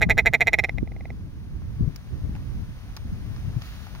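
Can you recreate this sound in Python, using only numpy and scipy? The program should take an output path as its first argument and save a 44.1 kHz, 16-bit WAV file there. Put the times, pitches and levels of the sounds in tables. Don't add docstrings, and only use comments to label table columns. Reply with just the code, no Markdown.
import sys
import numpy as np
from scipy import signal
from scipy.fft import rfft, irfft
from scipy.io import wavfile
from scipy.ndimage import uniform_filter1d

SR = 44100
rng = np.random.default_rng(int(sys.argv[2]) if len(sys.argv) > 2 else 0)


def to_wav(sig):
    pcm = np.clip(np.atleast_2d(sig), -1, 1) * 32767
    pcm = np.round(pcm).astype(np.int16)
    wavfile.write(sys.argv[1], SR, pcm.T)


N = 176400
T = np.arange(N) / SR
FREQS = np.arange(N // 2 + 1) * SR / N
PULSE_SAMPLES = 2048


def undb(db):
    return 10 ** (np.asarray(db) / 20)


def unit(x):
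    return x / np.sqrt(np.mean(x ** 2))


def over_time(rows, column=1):
    return np.interp(T, np.array(rows)[:, 0], np.array(rows)[:, column])


def over_pitch(rows, freqs=FREQS):
    hz, value = np.array(rows, float).T
    return np.interp(np.log(freqs + 1), np.log(hz + 1), value)


def minimum_phase(db):
    cepstrum = irfft(np.log(undb(db)))
    cepstrum[1:len(db) - 1] *= 2
    cepstrum[len(db):] = 0
    return np.exp(rfft(cepstrum))


def noise(colour):
    return unit(irfft(rfft(rng.standard_normal(N)) * undb(over_pitch(colour))))


def wide_noise(colour):
    uncorrelated_hz, lag_s = 6000, .00014
    side = irfft(rfft(noise(colour)) * np.clip(FREQS / uncorrelated_hz, 0, 1))
    left, right = noise(colour) + np.array([side, -side])
    return unit(np.array([left, np.roll(right, int(lag_s * SR))]))


def drift(rate_hz):
    hold = int(SR / rate_hz)
    steps = np.repeat(rng.standard_normal(N // hold + 1), hold)
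    return unit(uniform_filter1d(steps, hold)[:N])


def hiss_and_whine():
    # time in seconds, relative level in dB.
    levels = [(0, -62.5), (.8, -58.5), (1.4, -57.5), (2.1, -54), (3.2, -51.5), (4, -50)]
    # frequency in Hz, hiss level in dB.
    hiss_colour = [(290, -27), (500, -8.5), (631, -7.5), (1030, -8), (1690, -8.5), (6420, -21),
                   (7310, -31.5), (8330, -40), (8700, -28), (16000, -27)]
    whine_hz = 8806 + 5 * drift(30)
    whine = undb(-21.5) * unit(np.sin(2 * np.pi * np.cumsum(whine_hz) / SR))
    hiss = wide_noise(hiss_colour) * undb(.6 * drift(9.1))
    return (hiss + whine) * undb(over_time(levels) - 1.5)


def handling():
    # start in seconds, relative level in dB, tilt in dB per octave.
    clicks = [(1.619, -49, -7.5), (1.96, -38, 9.5), (2.352, -42, -5), (2.363, -43, -5.5), (2.966, -37, 6.5),
              (2.971, -39.5, 0.5), (3.363, -48, 2), (3.620, -40.5, 1), (3.868, -40, -5.5), (3.95, -45, 2),
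              (3.958, -44.5, -1.5)]
    # frequency in Hz, level in dB.
    click_colour = [(300, -18.5), (950, 8), (2500, -2), (3700, -8.5), (5200, -5.5), (9000, -38),
                    (16000, -29)]
    rustle_colour = [(350, -18), (600, -19), (1280, -2), (4110, -6.5), (5950, -14.5), (7020, -17),
                     (8390, -41), (8740, -22.5), (16000, -17)]
    decay_s = .003
    out = np.zeros((2, N))
    for at_s, db, tilt in clicks:
        colour = [(hz, level + tilt * np.log2(hz)) for hz, level in click_colour]
        envelope = (T >= at_s) * np.exp(-np.abs(T - at_s) / decay_s)
        out += wide_noise(colour) * undb(db + 5.5) * envelope
    start_s, end_s, rise_s, fall_s = 3.605, 4.026, .013, .34
    swell = np.clip((T - start_s) / rise_s, 0, 1) * np.clip((end_s - T) / fall_s, 0, 1)
    rustle = wide_noise(rustle_colour) * swell * undb(-49 + drift(40))
    return out + rustle


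def wind():
    # time in seconds, relative level in dB, left minus right in dB.
    gusts = [(0.0, -30.5, -2), (0.07, -25, 3), (0.39, -36.5, -12.5), (0.41, -35, 4.5), (0.62, -34, -12),
             (0.79, -33, 18.5), (0.83, -27, -13), (0.86, -35, 0.5), (1.75, -36, -4), (1.83, -25.5, 11.5),
             (1.89, -32.5, 17), (1.93, -38, 2), (2.09, -38, 3.5), (2.13, -30.5, -13.5), (2.25, -29.5, 9.5),
             (2.49, -35, -12), (2.6, -31, 7.0), (2.65, -35, 4), (2.71, -36.5, -7.5), (2.83, -41.5, 9),
             (2.88, -37, -11), (2.99, -40.5, 7.5), (3.05, -32.5, -1.5), (3.34, -34.5, 7), (3.38, -35, -8.5),
             (3.46, -31.5, 7), (3.54, -31.5, 1), (3.58, -30, 15.5), (3.6, -35.5, 3), (3.71, -39.5, -5.5),
             (3.82, -40.5, 14.0), (4.0, -39, 4.5)]
    # frequency in Hz, level in dB.
    colour = [(12, -24), (20, -9), (54, 0), (112, -4.5), (183, -12), (236, -17.5), (341, -25.5),
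              (476, -34.5), (900, -48), (1170, -46), (1980, -120)]
    # centre in seconds, envelope peak in dB before panning, pitch in Hz, width in seconds.
    buffets = [(0.069, -16, 176, 0.007), (0.306, -24.5, 140, .007), (0.831, -17.5, 253, 0.0026),
               (1.81, -12.5, 148.3, 0.0033), (1.878, -17, 127, 0.0051), (2.133, -30, 123.7, 0.012),
               (3.055, -32, 226, .005), (2.295, -24.5, 203, .004), (3.129, -21, 167, 0.011),
               (3.483, -20, 128, 0.0063), (3.569, -15, 115, 0.0066)]
    shared_power = .22
    common = np.sqrt(shared_power) * noise(colour)
    rumble = np.array([common + np.sqrt(1 - shared_power) * noise(colour) for _ in range(2)])
    flutter_db = drift(25.24)
    out = rumble * undb(over_time(gusts) + 1.5 + flutter_db)
    for at_s, db, hz, width_s in buffets:
        phase_rad = rng.normal(0, .78, (2, 1))
        envelope = undb(db) / (1 + ((T - at_s) / width_s) ** 2) ** 2
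        out += envelope * np.cos(2 * np.pi * hz * (T - at_s) + phase_rad)
    pan_db = over_time(gusts, column=2)
    return out * undb([pan_db / 2, -pan_db / 2])


def scatter(x, db, t60_s):
    tail = rng.standard_normal(N) * undb(-60 * T / t60_s)
    lowpass = 1 / np.hypot(1, FREQS / 4000)
    return undb(db) * irfft(rfft(x) * rfft(tail) * lowpass / np.linalg.norm(tail))


def syrinx():
    # start in seconds, relative level in dB, nominal length in seconds, base pulse rate in Hz,
    # opening resonance in Hz, bill ring in dB.
    croaks = [(.017, -0.5, 0.023, 221.8, 1650, -1.5), (.0976, 0, 0.024, 225, 1650, -2),
              (0.1787, 0.5, 0.024, 229.6, 1700, -0.5), (0.2593, 0.5, 0.023, 231.7, 1750, -8),
              (0.3358, 1, 0.02, 236.4, 1850, -1.5), (0.4075, -0.5, 0.02, 238.1, 1950, -4.5),
              (0.471, 0, 0.018, 235.4, 2050, 0), (0.532, 0, 0.016, 227, 2080, 4.5),
              (0.5874, -2, 0.014, 217.8, 2000, 11), (0.6388, -4.5, 0.013, 201.6, 2000, 9)]
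    # start in seconds, relative level in dB.
    clucks = [(.6937, -12), (0.7835, -18), (.8752, -34), (0.9191, -35), (.9640, -35), (1.0084, -32.5),
              (1.0550, -29), (1.1036, -28.5)]
    lead_s, jitter, shimmer_db = .0063, .008, .5
    crest_share, onset_db, release_db = .48, -4, -13
    crest_hz, end_hz = 2270, 2060
    pulses = []
    for start_s, db, length_s, rate_hz, start_hz, ring_db in croaks:
        lead_db = db - 16 - 26 * start_s
        pulses.append((start_s - lead_s, lead_db, lead_db, start_hz, ring_db))
        age_s = 0
        for k, (late, strong) in enumerate(rng.standard_normal(size=(8, 2))):
            progress = age_s / length_s
            opening = max(1 - progress / crest_share, 0)
            closing = max(progress - crest_share, 0) / (1 - crest_share)
            effort_db = db + shimmer_db * strong
            body_db = effort_db + onset_db * opening + release_db * closing ** 1.5
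            treble_db = effort_db + 3 - 16 * progress ** 2
            hz = crest_hz + (start_hz - crest_hz) * opening + (end_hz - crest_hz) * closing
            pulses.append((start_s + age_s, body_db, treble_db, hz, ring_db))
            stretch = (1.25, 1.05)[k] if k < 2 else 1 + .07 * closing
            age_s += stretch * (1 + jitter * late) / rate_hz
    cluck_hz, cluck_ring_db = 2120, 15.5
    for start_s, db in clucks:
        for at_s, body_db in ((start_s - lead_s, db - 19), (start_s, db)):
            pulses.append((at_s, body_db, body_db - 4.5, cluck_hz, cluck_ring_db))
    return pulses


def throat_pulse(body_db, treble_db, resonance_hz, ring_db):
    # frequency in Hz, relative gain in dB.
    throat = [(150, -22), (330, -13.5), (450, -14), (680, -5.5), (900, -17.5), (1050, -32.5), (1200, -23.5),
              (1400, -20), (1850, -16.5), (2100, -11), (2380, -14.5), (2600, -19.5), (2950, -29.5),
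              (3400, -21.5), (4000, -16.5), (4350, -33.5), (5000, -39.5), (5600, -26), (6300, -41.5),
              (7050, -31.5), (8000, -46.5), (9000, -42), (10200, -47), (11400, -41), (14500, -42.5),
              (16000, -59.5)]
    chest_hz, chest_follow, treble_hz = 1000, .48, 4600
    peak_db, peak_width_hz, ring_hz, ring_width_hz = 18, 398, 5343, 190
    rebound_s, rebound_db, rasp_decay_s, low_rasp_db = .002446, -8, .003, -14
    f = np.fft.rfftfreq(PULSE_SAMPLES, 1 / SR)
    chest = 1 / (1 + (f / chest_hz) ** 8)
    treble = 1 - 1 / (1 + (f / treble_hz) ** 8)
    effort_db = body_db * (1 - chest * (1 - chest_follow)) * (1 - treble) + treble_db * treble
    resonance_db = peak_db / (1 + ((f - resonance_hz) / peak_width_hz) ** 2)
    bill_db = ring_db / (1 + ((f - ring_hz) / ring_width_hz) ** 2)
    tract = minimum_phase(over_pitch(throat, f) + effort_db + resonance_db + bill_db + 21.5)
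    puff = rng.standard_normal(PULSE_SAMPLES) * np.exp(-T[:PULSE_SAMPLES] / rasp_decay_s)
    rasp = rfft(puff / np.linalg.norm(puff)) * undb(low_rasp_db * (1 - treble))
    rebound = undb(rebound_db) * np.exp(-2j * np.pi * f * rebound_s)
    fade = np.hanning(2 * PULSE_SAMPLES)[PULSE_SAMPLES:]
    return irfft((1 + rebound + rasp) * tract) * fade


def grouse():
    # frequency in Hz, left minus right in dB.
    pan = [(60, -1.0), (110, -1.5), (200, -3.5), (380, 0), (700, -0.5), (1290, 0.5), (2380, -6),
           (4400, 4.5), (8120, -4), (15000, 0.0)]
    # frequency in Hz, phase lead of the left in radians.
    phase = [(0, 0), (1810, -0.11), (2580, 0.6), (4130, -0.6), (4390, 0.24), (5770, -0.2), (7840, 0.53),
             (9470, -0.4), (10200, 0.4), (11200, -0.29), (12400, 2.0), (12700, 1.5), (14100, 0.5),
             (16000, 0.1)]
    voice = np.zeros(N)
    for at_s, *pulse in syrinx():
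        i = max(int(at_s * SR), 0)
        voice[i:i + PULSE_SAMPLES] += throat_pulse(*pulse)
    left_gain = undb(over_pitch(pan) / 2) * np.exp(.5j * over_pitch(phase))
    return irfft(rfft(voice) * np.array([left_gain, 1 / left_gain]))


def scene():
    bird = grouse()
    near = scatter(bird, db=-15, t60_s=.045)
    far = scatter(bird, db=-42, t60_s=.25)
    return bird + near + far + wind() + hiss_and_whine() + handling()


def record(dry):
    notch_hz, notch_width_hz, top_hz = 8220, 700, 15700
    notch = 1 - np.exp(-((FREQS - notch_hz) / (notch_width_hz / 2)) ** 4)
    lowpass = signal.ellip(8, .2, 70, top_hz, fs=SR, output="sos")
    return signal.sosfilt(lowpass, irfft(rfft(dry) * notch))


dry = scene()
out = record(dry)
to_wav(out)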